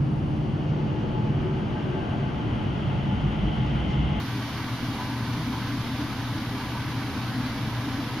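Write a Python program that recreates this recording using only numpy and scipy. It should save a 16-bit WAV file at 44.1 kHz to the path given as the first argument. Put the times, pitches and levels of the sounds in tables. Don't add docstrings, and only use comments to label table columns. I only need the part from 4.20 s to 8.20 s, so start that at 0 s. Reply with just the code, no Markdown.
import sys
import numpy as np
from scipy import signal
from scipy.fft import rfft, irfft
from scipy.io import wavfile

SR = 44100
rng = np.random.default_rng(int(sys.argv[2]) if len(sys.argv) > 2 else 0)


def dump(signal):
    limited = np.clip(np.atleast_2d(signal).T, -1, 1)
    pcm = np.round(limited * 32767).astype(np.int16)
    wavfile.write(sys.argv[1], SR, pcm)


N = 176400

# (frequency [Hz], rms level [dB])
HUM_TONES = [(101.7, -50.5), (119.95, -38.5), (135.8, -56), (152.6, -54), (599.8, -65.5)]
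# (peak time [s], rise [dB])
HUM_THROBS = [(.11, 6.5), (.2, 7.5), (.42, 2.5), (.52, 9), (.69, 7), (.9, 0.5), (1.02, 6.5), (1.13, 7.5),
              (1.27, 2.5), (1.51, 7), (1.6, 5), (1.76, 4.5), (2.01, 7), (2.11, 7), (2.33, 3), (2.59, 8.5),
              (2.68, 7.5), (2.77, 5), (2.86, 5), (3.08, 9), (3.2, 7), (3.46, 5.5), (3.57, 8), (3.67, 3),
              (3.84, 4.5)]
# (frequency [Hz], density [dB re 1/Hz])
RUMBLE_SPECTRUM = [(8, -83), (22, -77), (48, -67), (68, -61.5), (88, -58), (130, -57), (180, -62),
                   (240, -59), (316, -60), (352, -74), (440, -83), (900, -110)]
# (frequency [Hz], density [dB re 1/Hz])
CHURN_SPECTRUM = [(60, -73), (170, -76), (215, -59), (266, -57.5), (300, -64.5), (360, -78), (600, -118)]
# (frequency [Hz], correlation [0..1])
LOW_CORRELATION = [(25, 0.72), (100, 0.97), (200, 0.94), (300, 1)]
# (peak time [s], centre [Hz], rms level at peak [dB])
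CHURN_SWELLS = [(.19, 215, -37.5), (.52, 285.3, -41), (.71, 258, -31), (.88, 289.4, -38.5),
                (1.15, 251.2, -37.5), (1.19, 155, -33), (1.3, 260, -32.5), (1.53, 269.7, -32.5),
                (1.59, 142.4, -36.5), (1.72, 255, -31), (1.81, 292.4, -32.5), (2.17, 303.7, -36),
                (2.33, 267, -36), (2.58, 235.4, -40), (2.64, 91.7, -37), (2.77, 260, -33.5),
                (2.88, 269.3, -34), (3.185, 245, -31), (3.26, 260.6, -33.5), (3.68, 288, -32.5),
                (3.78, 266.3, -30)]
# (frequency [Hz], density [dB re 1/Hz])
AIR_SPECTRUM = [(100, -72.5), (440, -77), (570, -73.5), (710, -71.5), (950, -71.5), (1090, -71),
                (1220, -73.5), (1650, -74.5), (2100, -74.5), (2550, -76.5), (3600, -77), (5000, -81),
                (6000, -86), (7000, -93.5), (8500, -112), (14000, -130)]
# (frequency [Hz], correlation [0..1])
AIR_CORRELATION = [(450, 1), (700, 0.91), (1100, 0.92), (1700, 0.78), (2100, 0.77), (2500, 0.32),
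                   (5300, 0.31), (6500, .05)]
# (frequency [Hz], left minus right [dB])
AIR_BALANCE = [(500, 0.5), (1200, 0), (2500, -2.5), (3800, 0), (6500, -1)]
# (centre [Hz], half-width [Hz], rms level [dB])
AIR_RESONANCES = [(402, 8.8, -52.5), (485, 7.6, -56), (561, 23, -61), (787, 18, -57), (997, 15, -57),
                  (1158.5, 17, -51.5), (1283, 15, -54.5), (1420, 21, -55.5), (1536, 22, -52),
                  (1662, 18, -56), (1952, 20, -60.5), (2020, 17, -65), (2216, 13, -71), (2290, 18, -69),
                  (3220, 69, -59.5), (3710, 84, -62.5), (4400, 100, -61.5)]
# (centre [Hz], half-width [Hz], rms level [dB])
HOLLOW_RESONANCES = [(893, 19, -55), (943, 30, -54), (997, 12, -54.5), (1050, 66, -58.5)]
# (peak time [s], rise [dB])
HOLLOW_LIFTS = [(.08, 2), (.79, 8), (.93, 6), (1.13, 7), (1.35, 8), (2.42, 9), (2.58, 9), (3.38, 3),
                (3.52, 6), (3.92, 7.5)]
# (frequency [Hz], density [dB re 1/Hz])
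HISS_SPECTRUM = [(1000, -112), (7000, -98.5), (9000, -94), (11000, -91), (13400, -92)]

TIME_S, FREQ_HZ = np.arange(N) / SR, np.fft.rfftfreq(N, 1 / SR)
MOTOR_LEFT_DB = 1.06


def gain_of(db):
    return 10 ** (np.asarray(db) / 20)


def curve(table):
    hz, value = np.transpose(table)
    return np.interp(np.log(FREQ_HZ + 1), np.log(hz + 1), value)


def pan(left_db):
    return gain_of(np.array([[.5], [-.5]]) * left_db)


def noise(amplitude_per_root_hz, correlation, left_db):
    mid, side = rfft(rng.standard_normal((2, N)))
    mid *= np.sqrt((1 + correlation) / 2)
    side *= np.sqrt((1 - correlation) / 2)
    spectrum = np.array([mid + side, mid - side]) * amplitude_per_root_hz * pan(left_db)
    return irfft(spectrum, N) * np.sqrt(SR / 2)


def drift(rate_hz):
    lowpass = np.exp(-(FREQ_HZ / rate_hz) ** 2) * (FREQ_HZ > 0)
    motion = irfft(rfft(rng.standard_normal(N)) * lowpass, N)
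    return motion / motion.std()


def smooth(x, span_steps, axis=-1):
    return signal.lfilter([1], [1, -np.exp(-1 / span_steps)], x, axis=axis)


def bumps_db(table, width_s):
    return sum(rise_db * np.exp(-((TIME_S - peak_s) / width_s) ** 2) for peak_s, rise_db in table)


def motor_hum(waver_db=0.5, flutter_hz=12, flutter_db=1.5):
    tones = np.zeros(N)
    for hz, level_db in HUM_TONES:
        amplitude = np.sqrt(2) * gain_of(level_db + waver_db * drift(rate_hz=13))
        tones += amplitude * np.sin(2 * np.pi * (hz * TIME_S + rng.random()))
    flutter = np.sin(2 * np.pi * flutter_hz * TIME_S + drift(rate_hz=5.2))
    throb_db = bumps_db(HUM_THROBS, width_s=0.045)
    return tones * gain_of(throb_db + flutter_db * flutter) * pan(MOTOR_LEFT_DB)


def rumble(spectrum, uneven_db, uneven_hz):
    low = noise(gain_of(curve(spectrum)), curve(LOW_CORRELATION), MOTOR_LEFT_DB)
    return low * gain_of(uneven_db * drift(uneven_hz))


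def room_colour(ripple_db=1.5, ripple_hz=12):
    ripple = smooth(rng.standard_normal(len(FREQ_HZ)), ripple_hz / FREQ_HZ[1])
    return gain_of(ripple_db * ripple / ripple.std())


def turbulence(rush, depth_db=0.89, patch_hz=140, patch_s=0.098):
    frame, hop = 1024, 256
    spectra = signal.stft(rush, nperseg=frame, noverlap=frame - hop)[2]
    patches = smooth(rng.standard_normal(spectra.shape[1:]), patch_hz * frame / SR, axis=0)
    patches = smooth(patches, patch_s * SR / hop, axis=1)
    spectra *= gain_of(depth_db * patches / patches.std())
    return signal.istft(spectra, nperseg=frame, noverlap=frame - hop)[1][:, :N]


def resonance(centre_hz, half_width_hz, level_db):
    detuning = (FREQ_HZ - centre_hz) / half_width_hz
    power_per_hz = 2 / (np.pi * half_width_hz) / (1 + detuning ** 2) ** 2
    return noise(gain_of(level_db) * np.sqrt(power_per_hz), correlation=1, left_db=curve(AIR_BALANCE))


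def airflow(flutter_db=0.62):
    density = gain_of(curve(AIR_SPECTRUM)) * room_colour()
    rush = turbulence(noise(density, curve(AIR_CORRELATION), curve(AIR_BALANCE)))
    ringing = sum(resonance(*row) for row in AIR_RESONANCES)
    hollow = sum(resonance(*row) for row in HOLLOW_RESONANCES)
    hollow *= gain_of(bumps_db(HOLLOW_LIFTS, width_s=0.045))
    return (rush + ringing + hollow) * gain_of(flutter_db * drift(rate_hz=54))


def microphone_hiss():
    return noise(gain_of(curve(HISS_SPECTRUM)), correlation=0.078, left_db=0)


def churn_swells(width_s=0.042, wander_hz=16.02):
    wander_cycles = np.cumsum(wander_hz * drift(rate_hz=40.3)) / SR
    swells = np.zeros(N)
    for peak_s, hz, level_db in CHURN_SWELLS:
        envelope = np.sqrt(2) * gain_of(level_db) * np.exp(-((TIME_S - peak_s) / width_s) ** 2)
        swells += envelope * np.sin(2 * np.pi * (hz * TIME_S + wander_cycles + rng.random()))
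    return swells * pan(MOTOR_LEFT_DB)


def scene():
    appliance = motor_hum()
    appliance += rumble(RUMBLE_SPECTRUM, uneven_db=0.8, uneven_hz=12.4)
    appliance += rumble(CHURN_SPECTRUM, uneven_db=1.05, uneven_hz=9.7)
    appliance += churn_swells()
    return appliance + airflow() + microphone_hiss()


def record(dry):
    notch_hz, notch_width_hz, cutoff_hz = 7900, 380, 13550
    notch = (1 - np.exp(-((FREQ_HZ - notch_hz) / notch_width_hz) ** 2)) ** 2
    notched = irfft(rfft(dry) * notch, N)
    lowpass = signal.firwin(1023, cutoff_hz, window=("kaiser", 9), fs=SR)
    return signal.oaconvolve(notched, lowpass[None], "same")


dry = scene()
out = record(dry)
dump(out)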